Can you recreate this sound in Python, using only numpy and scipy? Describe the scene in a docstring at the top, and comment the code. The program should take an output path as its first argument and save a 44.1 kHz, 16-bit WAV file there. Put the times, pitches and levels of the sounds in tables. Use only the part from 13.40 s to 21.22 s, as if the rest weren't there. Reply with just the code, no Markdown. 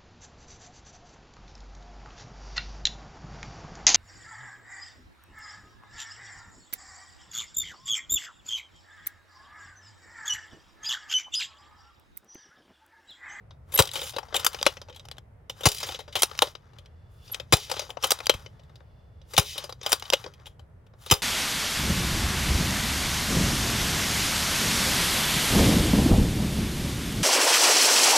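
"""Faint plastic knocks over a far traffic rumble come first, then a trigger squeak and the first of five shots
of a spring-powered toy dart blaster; between shots its slide is worked, at arm's length on a lawn.
Struck and rubbed plastic excites damped modes of a hollow shell; the plunger adds a thump of air, gliding sines.
The squeak is a throbbing tone, a soft rustle is narrow-band noise, and traffic is noise in half-octave bands.
"""
import sys
import numpy as np
from scipy import signal
from scipy.io import wavfile
from scipy.ndimage import uniform_filter1d

SR = 44100
rng = np.random.default_rng(int(sys.argv[2]) if len(sys.argv) > 2 else 0)


def int16_out(signal):
    """Quantize to a 16-bit WAV file."""
    q = np.round(np.clip(np.atleast_2d(signal).T, -1, 1) * 32767)
    wavfile.write(sys.argv[1], SR, q.astype(np.int16))


N = 344862

# Plunger flights: [t/s, panel level/dB, hollow re panel/dB, bright re panel/dB, thump level/dB, travel/s]
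SHOTS = [(0.3888, -9.5, 2, -4.5, -11, .014), (2.2551, -10.5, 0.5, -5, -9, 0.015),
         (4.1238, -9, 0, -7, -9.5, 0.014), (5.9777, -8, -0.5, -6.5, -12.5, 0.0081),
         (7.711, -8, -1.5, -6, -11, 0.013)]
# Damped modes of the shell, three families: [f/Hz, relative level/dB, t60/s]
HOLLOW_MODES = [(410, -22.5, 0.016), (564, 0, 0.024), (845, 4, 0.014), (1081, 5, 0.0072), (1274, 5, 0.007),
                (1870, -16, 0.004)]
PANEL_MODES = [(2150, -10, .01), (2600, -7, .01), (3100, 0, .012), (3450, -2, .009), (3800, 0, .013),
               (4350, -6, .008), (4900, -1, .012), (5600, -3, .011), (6350, -8, .007)]
BRIGHT_MODES = [(7000, 0, .007), (7550, -1, .008), (9000, -1, .006), (9800, -2, .006), (11000, -3, .004),
                (12300, -5, .004), (13700, -6, .005), (15000, -13, .004)]
# Pass-band in which hollow, panel and bright modes radiate, one row each: [low f/Hz, high f/Hz]
RADIATION_BANDS = [(390, 2200), (1900, 7000), (6300, 18000)]
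# Hum of the emptied tube and of the frame
CAVITY_HZ, CAVITY_DB, CAVITY_T60_S = 415, -33, 0.21
FRAME_HZ, FRAME_DB, FRAME_T60_S = 296.3, -15.5, 0.02
# Air thump: pitch limits, decay, and its delay, swell and pitch-sag times
THUMP_START_HZ, THUMP_END_HZ, THUMP_T60_S = 121, 56.5, 0.024
THUMP_LATE_S, THUMP_SWELL_S, THUMP_SAG_S, THUMP_SAG_SPAN_S = 0.0074, 0.012, 0.013, 0.00067
# Low knocks: a hand softly bumps the shell, or the emptied tube rings: [t/s, peak level/dB, settled f/Hz,
# t60/s]
BUMPS = [(1.498, -41, 498, 0.12), (4.948, -25.5, 79, 0.031), (6.845, -42, 399, 0.21)]
# Four workings of the slide, each a list of strokes in the order of STROKES: [t/s, panel level/dB]
PRIMES = [
    [(.9423, -19.5), (1.0457, -18.5), (1.0642, -11.5), (1.1446, -29), (1.2282, -14), (1.264, -8),
     (1.3684, -35.5)],
    [(2.7532, -19), (2.82, -15), (2.8308, -10), (2.9128, -35), (2.9902, -14.5), (3.0197, -8.5),
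     (3.1507, -35)],
    [(4.6354, -20.5), (4.7057, -15), (4.7167, -13), (4.803, -30), (4.8683, -14.5), (4.8948, -8),
     (5.0604, -37)],
    [(6.4612, -18.5), (6.5186, -16), (6.5277, -10.5), (6.6227, -30), (6.7017, -14.5), (6.7337, -10),
     (6.84, -35.5)],
]
# Strokes: slide breaks free, catch clicks over, slide hits back stop, starts forward, latch snaps,
# slide slams home, hand lets go: [hollow re panel/dB, bright re panel/dB, rattle t60/s,
# favoured hollow f/Hz, favoured panel f/Hz, first contact re rattle/dB]
STROKES = [(-2.5, -11.5, 0.035, 1000, 3060, -0.5), (-4, -1.5, 0.024, 1300, 6400, 6),
           (-2, -3.5, 0.02, 1200, 4400, -10.5), (2.5, -17.5, 0.017, 190, 2500, -4.5),
           (-7, -10.5, 0.0031, 1200, 4550, 11.5), (1, -11.5, 0.022, 480, 3330, 5),
           (-1, -25, 0.026, 490, 2300, 4)]
# Plunger bounces after landing: [first t/s, gap/s, first panel level/dB, loss per bounce/dB]
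BOUNCES = [(0.4216, 0.032, -18.5, 14.5), (2.2867, 0.03, -20, 6), (4.1374, 0.031, -17, 12),
           (5.9954, 0.033, -19, 21), (7.7373, 0.014, -20.5, 32)]
# Sound of every bounce: [columns as for STROKES]
BOUNCE_SOUND = (-16, -2.5, 0.0163, 603, 4850, 7.5)
# Other parts knock: [t/s, panel level/dB, hollow re panel/dB, bright re panel/dB, rattle t60/s]
KNOCKS = [(0.1065, -48, 2.5, -39, 0.041), (0.3186, -41.5, -4.5, 0, 0.084),
          (0.3358, -35.5, 2.5, -1.5, 0.075), (0.361, -27, 0, -5.5, 0.013), (0.3748, -22, -8.5, 0.5, 0.039),
          (0.388, -22, 3, -9, 0.012), (0.4724, -29.5, -22, -9, 0.027), (0.4903, -31.5, -25, -18, .015),
          (.514, -32, -26, -6, 0.015), (0.533, -34, -1, 0.5, 0.058), (0.5532, -24.5, -4, -10, .066),
          (.568, -38.5, 5.5, -8, 0.14), (.5905, -31, -6, -12, .03), (0.6143, -26.5, -4, -10, 0.037),
          (.632, -36.5, -1, 2, 0.094), (.7327, -42, 2, -25, 0.097), (0.7634, -28, 6, -16, 0.027),
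          (0.7834, -29.5, 6, -9.5, 0.026), (0.8285, -46.5, 12, -31, .031), (.884, -51, 7, -27, .03),
          (0.9246, -42, 12, -47, 0.031), (0.9531, -23.5, -1.5, -3.5, 0.071),
          (0.9637, -17, -14, -4.5, 0.021), (0.994, -29, -2.5, -6, 0.053), (1.1304, -38, -21, -6, .029),
          (1.1862, -34, -8.5, -18.5, 0.041), (1.2133, -26.5, 1, -20.5, 0.0057),
          (1.2546, -30, -6.5, -12.5, 0.021), (1.4152, -36.5, .5, -19, 0.023), (1.484, -46, 7, -28, 0.038),
          (1.496, -43.5, 8.5, -17, 0.039), (1.525, -47, -5, -27, .039), (1.5456, -46, -9, -16, .035),
          (1.5592, -41, -6.5, -8.5, 0.047), (1.5947, -41, -4.5, -16, 0.026), (1.652, -45, 1.5, -11, 0.025),
          (1.6859, -37.5, 0, -12, 0.0065), (1.713, -30.5, -9, -14, 0.017), (1.767, -51, 2.5, -18, 0.03),
          (1.7817, -37.5, -1.5, -12.5, 0.015), (2.096, -26.5, -4, -11, 0.032),
          (2.2062, -36, 3.5, -8, 0.059), (2.2316, -27.5, -2.5, -12, 0.1), (2.381, -32, -25, -4, 0.028),
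          (2.4002, -31.5, -9, -5, 0.064), (2.428, -25, -2.5, -12, 0.071), (2.4583, -36.5, -1.5, -4, 0.22),
          (2.488, -28, 2.5, -20, 0.027), (2.5197, -33.5, 1, -11, 0.021), (2.545, -28.5, -4, -18, 0.033),
          (2.589, -37.5, 5.5, -10, 0.048), (2.6014, -38.5, -3, -12, 0.047), (2.6768, -45.5, 8, -18, 0.075),
          (2.724, -38, -18, -15, 0.053), (2.7618, -24.5, -4.5, -10, 0.066), (2.7884, -31, -8.5, -6, .078),
          (2.951, -40, -3, -15, 0.018), (2.9757, -39, -30, -5, 0.028), (3.0697, -36, 2, -17, 0.026),
          (3.3326, -59.5, 6, -16.5, 0.032), (3.3843, -44, -5, -15, .035), (3.458, -48.5, -18, -18, 0.025),
          (3.8774, -46, -37, -24, 0.032), (3.8944, -54, 9.5, -20, 0.036), (3.934, -36.5, -20, -10, 0.017),
          (3.9443, -23.5, -11, -9, 0.017), (3.9979, -30, -1.5, -14, 0.028), (4.2959, -31, 0, -9, 0.043),
          (4.3129, -23, 0.5, -7.5, 0.041), (4.34, -34, 5, -18, 0.016), (4.3639, -32.5, 3, -18, 0.059),
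          (4.393, -24, -2.5, -8.5, 0.024), (4.4129, -36, 1, -13, 0.09), (4.4899, -47, 12, -4, 0.1),
          (4.5027, -30, -5, -15.5, 0.025), (4.57, -40, 14.5, -40, 0.023), (4.624, -29.5, -8, -8.5, 0.069),
          (4.6407, -15.5, 0, -8, 0.033), (4.6683, -35, -5.5, 2, 0.03), (4.7883, -35, -2, -9, .016),
          (4.8235, -43.5, -0.5, -16, 0.23), (4.857, -29.5, -42, -7.5, 0.015),
          (4.9374, -31.5, 1.5, -10, 0.054), (5.1937, -54.5, 5, -20.5, 0.032), (5.234, -59, 1.5, -11.5, .03),
          (5.404, -60.5, 12.5, -20.5, 0.028), (5.2942, -59.5, 9, -14.5, .035),
          (5.3552, -48, -13.5, -15, 0.032), (5.8148, -53.5, 1, -32.5, .026), (5.9333, -32, -.5, -7, 0.065),
          (5.9655, -20.5, -27.5, -13, 0.021), (6.156, -37.5, 0.5, -20, 0.042),
          (6.1779, -25.5, -9, -8, 0.043), (6.2376, -33.5, 1.5, -9.5, 0.058), (6.2919, -39, 7.5, -9, 0.053),
          (6.324, -34, 0.5, -18, .019), (6.413, -36.5, -2, -37.5, 0.021), (6.429, -35, -6.5, -14, 0.05),
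          (6.4894, -41, -3.5, 6, .1), (6.5962, -38.5, -17, -4, 0.023), (6.6526, -36.5, -17, -21, 0.027),
          (6.7242, -24, 2, -14, 0.032), (6.861, -38, 10, -35, 0.037), (6.9364, -46.5, -16, -14, .035),
          (6.997, -55, 6, -25, 0.021), (7.0558, -40, -9, -14, 0.044), (7.0644, -38.5, -5, -9, 0.044),
          (7.193, -49, 1.5, -15, 0.036), (7.4646, -60.5, 4, -10, .035), (7.5345, -62.5, 16, -31, 0.039),
          (7.6604, -36, 0, -7, 0.045), (7.6998, -22.5, -7, -11, 0.018)]
# Median favoured pitches of those knocks, their scatter, and first contact re rattle
KNOCK_HZ, RING_HZ, PITCH_SCATTER_OCT, KNOCK_SNAP_DB = 537, 3500, 0.32, 3
# Left re right, mean and scatter
CLACK_PAN_DB, PAN_SCATTER_DB = -0.14, 3
# The whole blaster gives a little; level re the hollow knock
BODY_HZ, BODY_DB, BODY_T60_S = 190, -21.5, 0.022
# Rubbing by hands, slide and loose parts:
# [start t/s, end t/s, panel level/dB, hollow level/dB, bright level/dB, grain 0-1]
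RUBS = [(0.294, 0.392, -65.5, -55, -68.5, 0.4), (0.452, 0.544, -48, -49.5, -62, .8),
        (0.564, 0.698, -38, -45, -43.5, .75), (0.774, .93, -65, -54.5, -73.5, 0.9),
        (0.954, 1.034, -42.5, -39, -62, 0.8), (1.122, 1.321, -47, -44, -57, 0.7),
        (1.395, 1.754, -69, -61, -82, 1), (2.175, 2.24, -53.5, -50.5, -61.5, .4),
        (2.29, 2.423, -46, -59, -49.5, 1), (2.413, 2.555, -40, -43.5, -61, .6),
        (2.744, 2.976, -51.5, -47.5, -62, 0.7), (2.997, 3.076, -43, -44, -52.5, 0.4),
        (3.2, 3.498, -75.5, -64, -90.5, .9), (3.72, 3.84, -76.5, -75, -73.5, 0.3),
        (3.859, 3.97, -57.5, -60.5, -63, .4), (3.94, 4.012, -62.5, -50.5, -77.5, .5),
        (4.149, 4.245, -41, -56, -52.5, .3), (4.307, 4.436, -42, -44.5, -55, 0.7),
        (4.637, 4.748, -39.5, -39, -52, .5), (4.8, 5.029, -55, -50.5, -63.5, .6),
        (5.1, 5.413, -79.5, -68.5, -87, 0.6), (5.913, 5.98, -53, -55.5, -56.5, 0),
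        (6.062, 6.137, -38, -67, -48, .05), (6.169, 6.237, -45.5, -45, -68, 0.1),
        (6.456, 6.544, -39.5, -38.5, -56, .5), (6.628, 6.82, -49.5, -47.5, -59, .6),
        (6.87, 7.047, -70.5, -60.5, -84.5, 1), (7.62, 7.7, -57.5, -57, -59.5, 0.5),
        (7.7, 7.75, -41, -53, -62, 0)]
RUB_RISE_DB_S, RUB_FALL_DB_S = 497, 303
# Trigger squeaks: [t/s, length/s, f/Hz at mid-length throb crest, level/dB there, throb depth/dB]
SQUEAKS = [(0.338, .027, 11550, -11.5, 18), (3.915, 0.017, 11550, -24, 4)]
# Throb rate, fall at both ends, growth from start to end, fractional climb in pitch from start to end
THROB_HZ, SQUEAK_EDGE_DB, SQUEAK_GROWTH_DB, SQUEAK_CLIMB = 125, 19, 8, 0.02
# Faint rustle while the blaster is raised, one list for each swell: [t/s, level/dB]
RUSTLE = [
    [(3.2, -79), (3.508, -78), (3.724, -78.5), (3.884, -58), (3.93, -64)],
    [(5.1, -70.5), (5.32, -77), (5.44, -76), (5.6, -75), (5.858, -78.5), (5.92, -79)],
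]
# Bands of the rustle: [f/Hz, width/Hz, relative level/dB]
RUSTLE_BANDS = [(2840, 400, -4), (3460, 170, 2), (4570, 1800, -9.5)]
# Traffic spectrum: [f/Hz, relative level per Hz/dB]
TRAFFIC_SPECTRUM = [(15, -45), (25, -19.5), (49, -8), (101, 2), (142, -20.5), (186, -24.5), (363, -35.5),
                    (427, -26.5), (543, -14), (655, -30.5), (1860, -39.5), (2240, -50), (3440, -54.5),
                    (15000, -62.5)]
TRAFFIC_DB = -49.5
# Shading of the right microphone: [f/Hz, width/Hz, share of amplitude taken away]
SHADE = [(560, 4500, 0.55), (1250, 890, 0.75), (4300, 1800, 0.067)]
# Narrow loss at the microphones: [f/Hz, width/Hz, share of amplitude taken away]
MIC_NOTCH = (6900, 230, .8)
LOW_CUT_HZ, TOP_HZ = 9.7, 16000


def shots():
    """Spring release: forced shaking while the plunger travels, then free decay; frame and emptied tube hum."""
    out = np.zeros((2, N))
    t = np.arange(8192) / SR
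    for s, panel_db, hollow_db, bright_db, _, travel in SHOTS:
        after = np.maximum(t - travel, 0)
        onset = 1 - np.exp(-t / 0.00063)
        release = 1.2 * undb(-60 * t / 0.02)
        landing = undb(-60 * after / 0.028)
        shiver = undb(-10.5 - 60 * after / 0.18)
        add(out, shell(onset * (release + landing + shiver), panel_db, hollow_db, bright_db), s)
        add(out, thud(CAVITY_HZ, CAVITY_DB, CAVITY_T60_S, glide=0.05), s + travel)
        add(out, thud(FRAME_HZ, FRAME_DB, FRAME_T60_S, glide=0.063), s + 0.0018)
    return out


def thumps():
    """Air displacement: squeezed air swells from the barrel, then sags in pitch; a hand bumps the shell and the
    emptied tube rings."""
    out = np.zeros((2, N))
    t = np.arange(4096) / SR
    sag = 1 / (1 + np.exp((t - THUMP_SAG_S) / THUMP_SAG_SPAN_S))
    hz = THUMP_END_HZ + (THUMP_START_HZ - THUMP_END_HZ) * sag
    rise = np.sin(np.pi / 2 * np.minimum(t / THUMP_SWELL_S, 1))
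    decay = undb(-60 * np.maximum(t - THUMP_SWELL_S, 0) / THUMP_T60_S)
    thump = rise * decay * np.sin(2 * np.pi * np.cumsum(hz) / SR)
    for s, *_, thump_db, _ in SHOTS:
        add(out, undb(thump_db) * thump, s + THUMP_LATE_S, pan_db=2.5)
    for s, db, hz, t60 in BUMPS:
        add(out, thud(hz, db, t60, glide=0.13), s)
    return out


def thud(hz, db, t60, glide):
    """Damped low oscillation: a push of air that sinks in pitch as it dies."""
    t = np.arange(8192) / SR
    turns = np.cumsum(hz * (1 + glide * np.exp(-t / 0.0088))) / SR
    envelope = undb(-60 * t / t60) * (1 - np.exp(-t / 0.0012))
    sound = -np.sin(2 * np.pi * turns) * envelope
    return undb(db) * sound / np.abs(sound).max()


def clacks():
    """Impact excitation: slide strokes, plunger bounces and loose knocks, each from a slightly different side."""
    out = np.zeros((2, N))
    t = np.arange(5000) / SR
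    rows = []
    for prime in PRIMES:
        rows += [(s, db, *sound) for (s, db), sound in zip(prime, STROKES)]
    for s, gap, db, loss_db in BOUNCES:
        rows += [(s + k * gap, db - k * loss_db, *BOUNCE_SOUND) for k in range(3)]
    for knock in KNOCKS:
        low, high = 2 ** (PITCH_SCATTER_OCT * rng.standard_normal(2))
        rows.append((*knock, KNOCK_HZ * low, RING_HZ * high, KNOCK_SNAP_DB))
    for s, *sound in rows:
        pan_db = CLACK_PAN_DB + PAN_SCATTER_DB * rng.standard_normal()
        add(out, clack(t, *sound), s, pan_db)
    return out


def clack(t, panel_db, hollow_db, bright_db, t60, hollow_hz, panel_hz, snap_db):
    """Repeated contact: a sharp first touch, a slower rattle and a faint shiver; long rattles start softer."""
    fall_db = -60 * t / t60
    rise = 1 - np.exp(-(t / (0.04 * t60)) ** 2)
    rattle = undb(fall_db)
    snap = undb(snap_db + 8.6 * fall_db)
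    shiver = undb(-18 + 0.22 * fall_db)
    push = rise * (rattle + snap + shiver)
    body = thud(BODY_HZ, panel_db + hollow_db + BODY_DB, BODY_T60_S, glide=0.3)[:len(t)]
    return shell(push, panel_db, hollow_db, bright_db, hollow_hz, panel_hz) + body


def shell(shape, panel_db, hollow_db, bright_db, hollow_hz=None, panel_hz=None):
    """Modal superposition: the shell answers a rattling push; each microphone hears its own mix of it."""
    chance = rng.standard_normal((6, len(shape) + 20))
    # three families for the shared sound, then three for the difference of the sides
    modes = (HOLLOW_MODES, PANEL_MODES, BRIGHT_MODES) * 2
    favoured_hz = (hollow_hz, panel_hz, None) * 2
    families = [ring(c[20:] * shape, m, c, near_hz) for c, m, near_hz in zip(chance, modes, favoured_hz)]
    # short waves reach one microphone a part of a cycle early, which one depends on the spot
    quadrature = np.imag(signal.hilbert(families[2]))
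    families[5] = 0.5 * families[5] + 0.9 * np.sign(chance[5, 19]) * quadrature
    hollow, panels, bright = (radiate(pair(families[k], families[k + 3], wide), RADIATION_BANDS[k])
                              for k, wide in enumerate((0.25, 0.15, 0.55)))
    return undb(panel_db) * (panels + undb(hollow_db) * hollow + undb(bright_db) * bright)


def ring(push, modes, lot, near_hz=None, scatter_db=2.5, detune=0.025):
    """Modal response to a push at a new spot each time; its loudest 4 ms have rms 1."""
    hz, db, t60 = np.transpose(modes)[:, :, None]
    t = np.arange(2048) / SR
    pitch_lot, level_lot = lot[:2 * len(modes)].reshape(2, -1, 1)
    if near_hz:
        # the part that is hit favours the modes near its own pitch
        db = db - np.minimum(24.0 * np.abs(np.log2(hz / near_hz)), 12.0)
    hz = hz * (1 + detune * pitch_lot)
    partials = undb(db + scatter_db * level_lot) * undb(-60 * t / t60) * np.sin(2 * np.pi * hz * t)
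    sound = signal.fftconvolve(push, partials.sum(axis=0))[:len(push)]
    return sound / np.sqrt(uniform_filter1d(sound ** 2, size=176).max())


def radiate(x, edges_hz):
    """Radiation efficiency: outside its own range a family of modes cancels itself."""
    return signal.sosfilt(signal.butter(3, edges_hz, "band", fs=SR, output="sos"), x)


def rub():
    """Stick-slip friction of plastic on plastic: hiss and dense uneven ticks in the shell's modes."""
    panel_level, hollow_level, bright_level, catching = gestures()
    # on average 160 slips a second, of uneven strength
    slips = (rng.random(N) < 160 / SR) * undb(2.6 * rng.exponential(size=N))
    ticks = signal.lfilter([1], [1, -np.exp(-1 / (0.0012 * SR))], slips)
    grip = unit(undb(2.2 * walk(31)) * (1 + 1.6 * ticks)) ** catching
    hollow_band, panel_band, bright_band = RADIATION_BANDS
    out = np.zeros((2, N))
    for modes, edges_hz, level, wide in ((PANEL_MODES, panel_band, panel_level, 0.2),
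                                         (HOLLOW_MODES, hollow_band, hollow_level, 0.25),
                                         (BRIGHT_MODES, bright_band, bright_level, 0.5)):
        grains = rng.standard_normal((2, N)) * grip
        # a mode's bandwidth is 2.2 / t60
        rung = sum(undb(db) * band(grains, hz, 2.2 / t60) for hz, db, t60 in modes)
        mid, side = unit(radiate(rung, edges_hz))
        out += level * pair(mid, side, wide)
    return out


def gestures():
    """Envelopes of friction: panel, hollow and bright levels swell, hold and die; grain sets the catching."""
    t = np.arange(0, N, 64) / SR
    levels, catching, weight = 0, 0, 1e-30
    for start, end, *dbs, grain in RUBS:
        rise_db = -RUB_RISE_DB_S * np.maximum(start - t, 0)
        fall_db = -RUB_FALL_DB_S * np.maximum(t - end, 0)
        reach = undb(rise_db + fall_db)
        levels = levels + undb(dbs)[:, None] * reach
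        # overlapping gestures share their grain by panel level
        catching = catching + grain * undb(dbs[0]) * reach
        weight = weight + undb(dbs[0]) * reach
    return [np.interp(np.arange(N) / SR, t, row) for row in (*levels, catching / weight)]


def squeaks():
    """Friction-driven oscillation: the trigger's sliding contact sings one high, throbbing tone."""
    out = np.zeros((2, N))
    for s, length, hz, db, throb_db in SQUEAKS:
        t = np.arange(0, length, 1 / SR)
        progress = t / length - 0.5
        throb = np.abs(np.cos(np.pi * THROB_HZ * (t - length / 2))) - 1
        edge_db = SQUEAK_EDGE_DB * (2 * progress) ** 4
        level_db = db - edge_db + throb_db * throb + SQUEAK_GROWTH_DB * progress
        pitch = hz * (1 + 0.015 * throb + SQUEAK_CLIMB * progress)
        tone = np.sin(2 * np.pi * np.cumsum(pitch) / SR)
        add(out, undb(level_db) * tone, s, pan_db=-0.5)
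    return out


def rustle():
    """Band-limited noise: a soft hiss in a few close bands that swells and fades."""
    hiss = sum(undb(db) * band(band(rng.standard_normal((2, N)), hz, width_hz), hz, width_hz)
               for hz, width_hz, db in RUSTLE_BANDS)
    mid, side = unit(hiss)
    t = np.arange(N) / SR
    level = sum(undb(np.interp(t, *np.transpose(table), left=-120, right=-120)) for table in RUSTLE)
    return level * undb(2.5 * walk(9)) * pair(mid, side, 0.35)


def traffic():
    """Diffuse noise: half-octave bands swell together and flicker alone; the bass is most alike left and right."""
    out = np.zeros((2, N))
    swell = walk(0.28)
    table_hz, table_db = np.transpose(TRAFFIC_SPECTRUM)
    for hz in 28 * 2 ** np.arange(0, 9.1, 0.5):
        mid, side = band(band(rng.standard_normal((2, N)), hz, hz / 2), hz, hz / 2)
        spectrum_db = np.interp(np.log(hz), np.log(table_hz), table_db)
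        db = spectrum_db + 0.37 * swell + 1.3 * walk(7.5)
        out += undb(db) * pair(mid, side, np.clip(hz / 620.0, 0.15, 0.9))
    return unit(out) * undb(TRAFFIC_DB)


def undb(db):
    """Amplitude ratio of a level in dB."""
    return 10 ** (np.asarray(db) / 20)


def unit(x):
    """Normalization to rms 1."""
    return x / np.sqrt(np.mean(x ** 2))


def band(x, hz, width_hz):
    """Simple resonance: two-pole band-pass, gain 1 at the centre."""
    return signal.lfilter(*signal.iirpeak(hz, hz / width_hz, fs=SR), x)


def walk(rate):
    """Slow random fluctuation: values held 1 / rate seconds and smoothed twice; spread near 1."""
    k = int(SR / rate)
    held = np.repeat(rng.standard_normal(N // k + 1), k)
    return 1.3 * uniform_filter1d(uniform_filter1d(held, k), k)[:N]


def pair(mid, side, wide):
    """Partial coherence: left and right share one sound and differ by another."""
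    return mid + wide * side * np.array([[1], [-1]])


def add(out, sound, s, pan_db=0.0):
    """Superposition of a sound at a time, with left pan_db above right."""
    i = int(s * SR)
    sound = np.atleast_2d(sound)[:, :N - i]
    out[:, i:i + sound.shape[1]] += sound * undb([[pan_db / 2], [-pan_db / 2]])


def scene():
    """Superposition of the blaster, partly shaded from the right microphone, and the traffic."""
    left, right = shots() + clacks() + rub()
    for hz, width_hz, share in SHADE:
        right = right - share * band(right, hz, width_hz)
    blaster = np.array([left, undb(1.0) * right])
    return blaster + thumps() + squeaks() + rustle() + traffic()


def record(dry):
    """Transduction: microphones lose deep bass and a sliver of treble; the recorder rounds peaks, cuts the top."""
    heard = signal.sosfilt(signal.butter(2, LOW_CUT_HZ, "high", fs=SR, output="sos"), dry)
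    hz, width_hz, share = MIC_NOTCH
    heard = heard - share * band(heard, hz, width_hz)
    rounded = np.tanh(0.84 * heard) / 1.04
    return signal.sosfilt(signal.ellip(10, 0.2, 90, TOP_HZ, fs=SR, output="sos"), rounded)


dry = scene()
out = record(dry)
int16_out(out)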